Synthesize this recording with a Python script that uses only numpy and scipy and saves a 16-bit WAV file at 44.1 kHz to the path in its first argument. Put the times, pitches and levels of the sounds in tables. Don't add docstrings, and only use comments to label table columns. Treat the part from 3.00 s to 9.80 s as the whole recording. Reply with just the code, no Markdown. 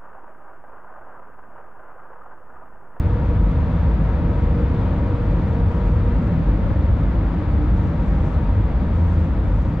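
import sys
import numpy as np
from scipy import signal
from scipy.fft import rfft, irfft, next_fast_len
from scipy.io import wavfile
from scipy.ndimage import uniform_filter1d, minimum_filter1d

SR = 44100
rng = np.random.default_rng(int(sys.argv[2]) if len(sys.argv) > 2 else 0)


def unload_audio(sound):
    columns = np.transpose(np.atleast_2d(sound))
    steps = np.round(np.clip(columns, -1, 1) * 32767)
    wavfile.write(sys.argv[1], SR, steps.astype(np.int16))


N = 299876


def gain_of(db):
    return 10 ** (np.asarray(db) / 20)


def evened(x):
    return x / np.sqrt(np.mean(x ** 2) + 1e-20)


def read(points, hz):
    f, value = np.transpose(points)
    return np.interp(np.log(hz + 1), np.log(f + 1), value)


def curve(rows):
    s, *columns = np.transpose(rows)
    return [np.interp(np.arange(N) / SR, s, column) for column in columns]


def drift(top_hz):
    t = np.arange(0, N + 64, 64) / SR
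    rates = np.geomspace(top_hz / 8, top_hz, num=16)
    slow = sum(np.sin(2 * np.pi * (f * t + rng.random())) for f in rates)
    return np.interp(np.arange(N) / SR, t, evened(slow))


def wandering_angle(hz):
    return 2 * np.pi * np.cumsum(hz) / SR


def pair_noise(colour_db):
    # frequency in Hz, left-right likeness from 0 to 1.
    likeness = [(60, 1), (200, 1), (300, 0.97), (420, 0.89), (550, 0.9), (710, 0.91), (900, .7),
                (1310, 0.82), (2420, .62), (4480, 0.44), (9000, 0.3)]
    # frequency in Hz, left over right in dB.
    left_over_right = [(60, 0.46), (210, 0.5), (300, .5), (430, 1.7), (560, 2.5), (900, 3.1), (1310, 3.1),
                       (2420, 2.6), (3200, 3), (4480, 2), (7000, .5)]
    # frequency in Hz, lead of the left port in radians.
    left_lead = [(0, -0.17), (950, -0.085), (2500, -0.66), (3100, -1.5), (3880, 0.69), (4650, -0.97)]
    size = next_fast_len(N)
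    hz = np.fft.rfftfreq(size, 1 / SR)
    a, b, c, d = rng.standard_normal((len(hz), 4)).T
    left, unlike = a + 1j * b, c + 1j * d
    same = np.clip(read(likeness, hz), -1, 1)
    right = same * left + np.sqrt(1 - same ** 2) * unlike
    right = right * np.exp(-1j * read(left_lead, hz))
    lean = gain_of(read(left_over_right, hz) / 2)
    spectra = np.array([left * lean, right / lean]) * gain_of(colour_db(hz))
    return evened(irfft(spectra, size)[:, :N])


def ripple(hz):
    depth_db, spacing_hz, from_hz = .9, 25, 1100
    grid = np.arange(0, SR / 2 + spacing_hz, spacing_hz)
    return depth_db * np.interp(hz, grid, rng.standard_normal(len(grid))) * (hz > from_hz)


def cab_colour(hz):
    # frequency in Hz, relative density in dB per Hz.
    roar = [(18, -20.5), (27, -22), (38, -15), (118, -15), (230, -19), (390, -30.5), (700, -32.5),
            (1300, -37), (2000, -43.5), (3050, -54), (3700, -57), (5300, -71), (7000, -75), (10000, -99.5),
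            (15000, -115)]
    # centre in Hz, width in Hz, boost in dB (minus dips).
    resonances = [(55, 10, 4.5), (73.7, 45, 6.5), (101.5, 13, 7.5), (114, 16, -1.5), (129, 7.7, 3),
                  (163.6, 28, 5), (192, 13, 5), (218, 5.5, 0), (232, 21, 1.5), (257.3, 28, 4),
                  (283, 10, 1.5), (303, 34, 2), (335.6, 26, 5.5), (448, 24, 6), (515, 60, 7),
                  (578, 36, 5.5), (596, 12, 1.5), (655, 19, 3.5), (680, 14, -3), (800, 20, 2),
                  (830, 22, -1.5), (910, 51, 3.5), (943, 33, 3.5), (996, 23, 2.5), (1180, 30, 0.5),
                  (1300, 37, 1), (3500, 420, 2.5), (4650, 500, 5), (5050, 250, 2), (8500, 600, 6.5)]
    return read(roar, hz) + sum(db / (1 + (2 * (hz - f) / w) ** 2) for f, w, db in resonances)


def rolling():
    # time in seconds, level in dB.
    boom_level = [(0, -19.5), (.65, -21), (1.5, -22.5), (2, -19.5), (2.4, -20), (3.1, -19.5), (3.4, -23.5),
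                  (3.8, -18), (4.4, -23.5), (4.7, -20.5), (4.9, -21), (5.7, -19.5), (6.15, -20),
                  (6.4, -21.5), (6.8, -21)]
    # time in seconds, level in dB before its slow swell.
    rumble_level = [(0, -26), (1.7, -25), (2.9, -25), (3.35, -24.5), (4.5, -25), (5.8, -26.5), (6.8, -27)]
    # time in seconds, level in dB before swell and surges.
    roar_level = [(0, -35), (1.8, -34), (3.8, -34.5), (5.2, -34.5), (6.1, -35), (6.8, -36)]
    # centre in seconds, length in seconds, boost in dB.
    surges = [(1.125, 0.11, 1), (1.839, .2, 1), (3.759, 0.33, 0.5)]
    boom_edge_hz, rumble_edge_hz = 125.7, 442
    rumble_swell_db, roar_swell_db = 0.45, 0.1

    def below(hz, edge):
        return 1 / (1 + (hz / edge) ** 8)

    def band(level_db, share):
        def colour(hz):
            return cab_colour(hz) + ripple(hz) + 10 * np.log10(abs(share(hz)) + 1e-12)
        return gain_of(level_db) * pair_noise(colour)

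    t = np.arange(N) / SR
    surge_db = sum(db * np.exp(-((t - s) / length * 2) ** 2) for s, length, db in surges)
    rumble_db = curve(rumble_level)[0] + rumble_swell_db * drift(top_hz=4)
    roar_db = curve(roar_level)[0] + roar_swell_db * drift(top_hz=6.0) + surge_db
    low = band(curve(boom_level)[0], lambda hz: below(hz, boom_edge_hz))
    rumble = band(rumble_db, lambda hz: below(hz, rumble_edge_hz) - below(hz, boom_edge_hz))
    high = band(roar_db, lambda hz: 1 - below(hz, rumble_edge_hz))
    return low + rumble + high


def panels():
    # centre in Hz, width in Hz.
    bands = [(164, 19), (303, 24), (800, 14)]
    # time in seconds, low, middle and high panel in dB.
    ringing = [(0, -32, -45, -59.5), (1.1, -32, -44, -62.5), (1.35, -40, -47, -60), (1.6, -30, -34, -59),
               (1.85, -41, -45, -61), (2.3, -33, -35, -57.5), (2.6, -35.5, -43.5, -59),
               (3.1, -36, -52.5, -58), (3.35, -25, -41, -56), (3.65, -35.5, -37.5, -49),
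               (4.1, -33.5, -38, -56), (4.3, -38.5, -40.5, -52.5), (4.5, -33, -30.5, -52),
               (4.7, -38.5, -35.5, -55), (4.9, -33, -36, -58), (5.2, -35.5, -43, -44),
               (5.5, -36, -39, -52.5), (5.8, -30.5, -40.5, -49), (6.2, -30.5, -40.5, -52),
               (6.8, -39, -39.5, -56)]
    return sum(gain_of(db) * pair_noise(lambda hz: -20 * np.log10(1 + (2 * (hz - f) / w) ** 2))
               for db, (f, w) in zip(curve(ringing), bands))


def boom():
    # time in seconds, pitch in Hz and level in dB, both before the shiver.
    core = [(0, 75, -25.5), (.23, 66.3, -35), (.45, 77.85, -24.5), (.79, 72.7, -24), (1.1, 75.14, -26),
            (1.42, 75.86, -24), (1.65, 68.4, -20.5), (1.82, 80.7, -28.5), (2.05, 72.86, -26.5),
            (2.25, 76, -33), (2.6, 72.95, -28.5), (3.05, 75.85, -22), (3.41, 75.97, -37.5),
            (3.67, 84.9, -26.5), (3.92, 66.55, -22), (4.15, 67.6, -28), (4.48, 75, -31),
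            (4.64, 69.3, -21.5), (4.8, 80.7, -27), (5.04, 81.76, -36.5), (5.2, 71.6, -25), (5.59, 71, -26),
            (5.9, 79, -23), (6.19, 82.3, -16), (6.34, 66.04, -34), (6.53, 64, -25.5), (6.8, 71, -31)]
    hz, db = curve(core)
    tone = np.sin(wandering_angle(hz + 2.63 * drift(top_hz=9)))
    level = np.sqrt(2) * gain_of(db + 2.5 * drift(top_hz=14))
    return level * tone * gain_of([[.25], [-.25]])


def hum():
    # time in seconds, pitch in Hz and level in dB, both before the quicker wobble.
    throb = [(0, 47.5, -23), (.21, 49.9, -30), (.5, 49, -17), (.62, 48.9, -33), (.97, 52.14, -22.5),
             (1.25, 49.9, -25), (1.52, 48.9, -22), (1.7, 47.8, -33), (2.2, 50.1, -37), (2.33, 50.83, -18.5),
             (2.65, 50.6, -34), (2.86, 50.9, -20.5), (2.95, 48.7, -31), (3.07, 50, -16), (3.31, 49.8, -36),
             (3.48, 49.1, -17.5), (3.72, 50, -29), (4.05, 50.03, -23), (4.41, 50.4, -21.5),
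             (4.58, 51.9, -28), (4.71, 50.4, -20), (4.9, 49.4, -36), (5, 49.2, -21.5), (5.38, 48.7, -28),
             (5.5, 48.8, -18), (5.74, 48.8, -24), (5.95, 53, -32), (6.2, 51, -25), (6.42, 49.6, -26),
             (6.53, 51.2, -18), (6.74, 54.4, -35), (6.8, 54.5, -26)]
    hz, db = curve(throb)
    tone = np.sin(wandering_angle(hz + 1.4 * drift(top_hz=9)))
    level = np.sqrt(2) * gain_of(db + 2.3 * drift(top_hz=13))
    return level * tone * gain_of([[.3], [-.3]])


def gears():
    # time in seconds, tone in dB, octave in dB, the octave's lead at the right port in radians
    whine = [(0, -37, -54, .6), (.35, -38.5, -43.5, 0.61), (.7, -46, -46.5, 0.55), (.95, -49, -49.5, 0.63),
             (1.3, -41.5, -44, 1.1), (1.6, -36.5, -47, 2.16), (1.75, -38, -55, 1.42), (1.87, -42, -51, 1),
             (2.05, -39.5, -42, 0.83), (2.25, -35.5, -50.5, 0.89), (2.4, -46, -51, 1.34),
             (2.55, -38, -47, 0.83), (2.8, -38, -43, 0.31), (3.1, -37, -54, 0.72), (3.4, -55, -53, .8),
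             (3.8, -53, -51.5, 1.7), (4.6, -52.5, -49.5, 2.1), (5.1, -56, -55, 1.11), (5.3, -60, -52, 0.69),
             (5.6, -61, -47.5, .8), (5.8, -53, -54.5, 0.91), (6.05, -61, -48, 1.05),
             (6.3, -53.5, -58, 0.96), (6.8, -59.5, -51.5, 0.94)]
    mesh_hz, slowing_hz_per_s, octave_wander_rad = 477.4, 1.35, 0.29
    t = np.arange(N) / SR
    mesh_db, octave_db, lead = curve(whine)
    angle = wandering_angle(mesh_hz - slowing_hz_per_s * t + 2.9 * drift(top_hz=28.04))
    tone = gain_of(mesh_db + 1.6 * drift(top_hz=24.1)) * np.sin(angle)
    lead = lead + octave_wander_rad * drift(top_hz=5.5)
    octave_level = gain_of(octave_db + 1.8 * drift(top_hz=30.1))
    octave = octave_level * np.sin([2 * angle, 2 * angle + lead])
    return np.sqrt(2) * (tone * gain_of([[2.2], [-2.4]]) + octave * gain_of([[1.6], [-1.7]]))


def rustle():
    # frequency in Hz, relative density in dB per Hz.
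    hiss_colour = [(3500, -24.5), (5500, 2), (7000, -1), (9000, -9), (12000, -21.5), (15500, -32)]
    # start in seconds, length in seconds, boost in dB.
    flurries = [(0.379, 0.15, 3), (2.35, 0.24, 3), (2.69, .1, 5), (2.863, .12, 5), (3.172, 0.13, 3),
                (4.712, 0.21, 4), (5.027, .1, 6), (5.18, 0.16, 7), (5.95, 0.33, 6), (6.45, 0.28, 4)]
    base_db, edge_s = -73.5, .1
    t = np.arange(N) / SR
    flurry_db = np.zeros(N)
    for s, length, db in flurries:
        inside_s = np.minimum(t - s, s + length - t)
        flurry_db += db * np.clip(inside_s / edge_s + .5, 0, 1)
    flutter = evened(uniform_filter1d(rng.standard_normal(N), size=700))
    return gain_of(base_db + flurry_db + 1.4 * flutter) * pair_noise(lambda hz: read(hiss_colour, hz))


def buffet(width_ms):
    u = np.arange(-1000, 1000) / SR * 1000 / width_ms
    return (1 - u ** 2) * np.exp(-u ** 2 / 2)


def draught():
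    # frequency in Hz, relative density in dB per Hz.
    wind_colour = [(15, -3.5), (50, -0.5), (120, -4.5), (250, -17), (500, -28), (1500, -63)]
    # time in seconds, peak in dB, width in ms, sign of the left port's push.
    buffets = [(.597, -24, 2.4, 1), (1.02, -22, 1.6, 1), (3.171, -23, 2.78, -1), (3.382, -23, 3.76, -1),
               (3.629, -21, 1.75, -1), (3.663, -23, 5.9, -1), (3.793, -19, 1.26, 1), (3.917, -23, 1.44, -1),
               (4.617, -25, 2.97, -1), (6.453, -25, 1.75, -1)]
    wind_db = -43.5
    small_per_s, small_db, small_ms = 2.5, -25.5, 4.2
    colour = gain_of(read(wind_colour, np.fft.rfftfreq(N, 1 / SR)))
    wind = evened(irfft(rfft(rng.standard_normal(N)) * colour, N))
    push = gain_of(wind_db + 2.6 * drift(top_hz=25.3)) * wind
    small = rng.standard_normal(N) * (rng.random(N) < small_per_s / SR)
    push += gain_of(small_db) * signal.oaconvolve(small, buffet(small_ms), "same")
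    for s, db, width_ms, sign in buffets:
        push[round(s * SR) - 1000:][:2000] += np.sign(sign) * gain_of(db) * buffet(width_ms)
    return np.array([push, -push])


def ticks():
    # start in seconds, starting level of the ring in dB.
    knocks = [(2.9183, -65), (3.2637, -67), (5.9644, -66), (6.4528, -73)]
    ring_hz, t60_s = 8600, .03
    out, t = np.zeros(N), np.arange(3000) / SR
    for s, db in knocks:
        out[round(s * SR):][:3000] += gain_of(db - 60 * t / t60_s) * np.sin(2 * np.pi * ring_hz * t)
    return out


def scene():
    return rolling() + panels() + boom() + hum() + gears() + rustle() + draught() + ticks()


def record(dry):
    limit_db, slope, edge_hz = -8, .7, 15700
    peak = -minimum_filter1d(-abs(dry).max(axis=0), size=1500)
    peak_db = 20 * np.log10(peak + 1e-9)
    over_db = uniform_filter1d(np.maximum(peak_db - limit_db, 0), size=1500)
    held = dry / gain_of(slope * over_db)
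    low_pass = signal.firwin(511, edge_hz, window=("kaiser", 9), fs=SR)
    return signal.oaconvolve(held, low_pass[None], "same")


dry = scene()
out = record(dry)
unload_audio(out)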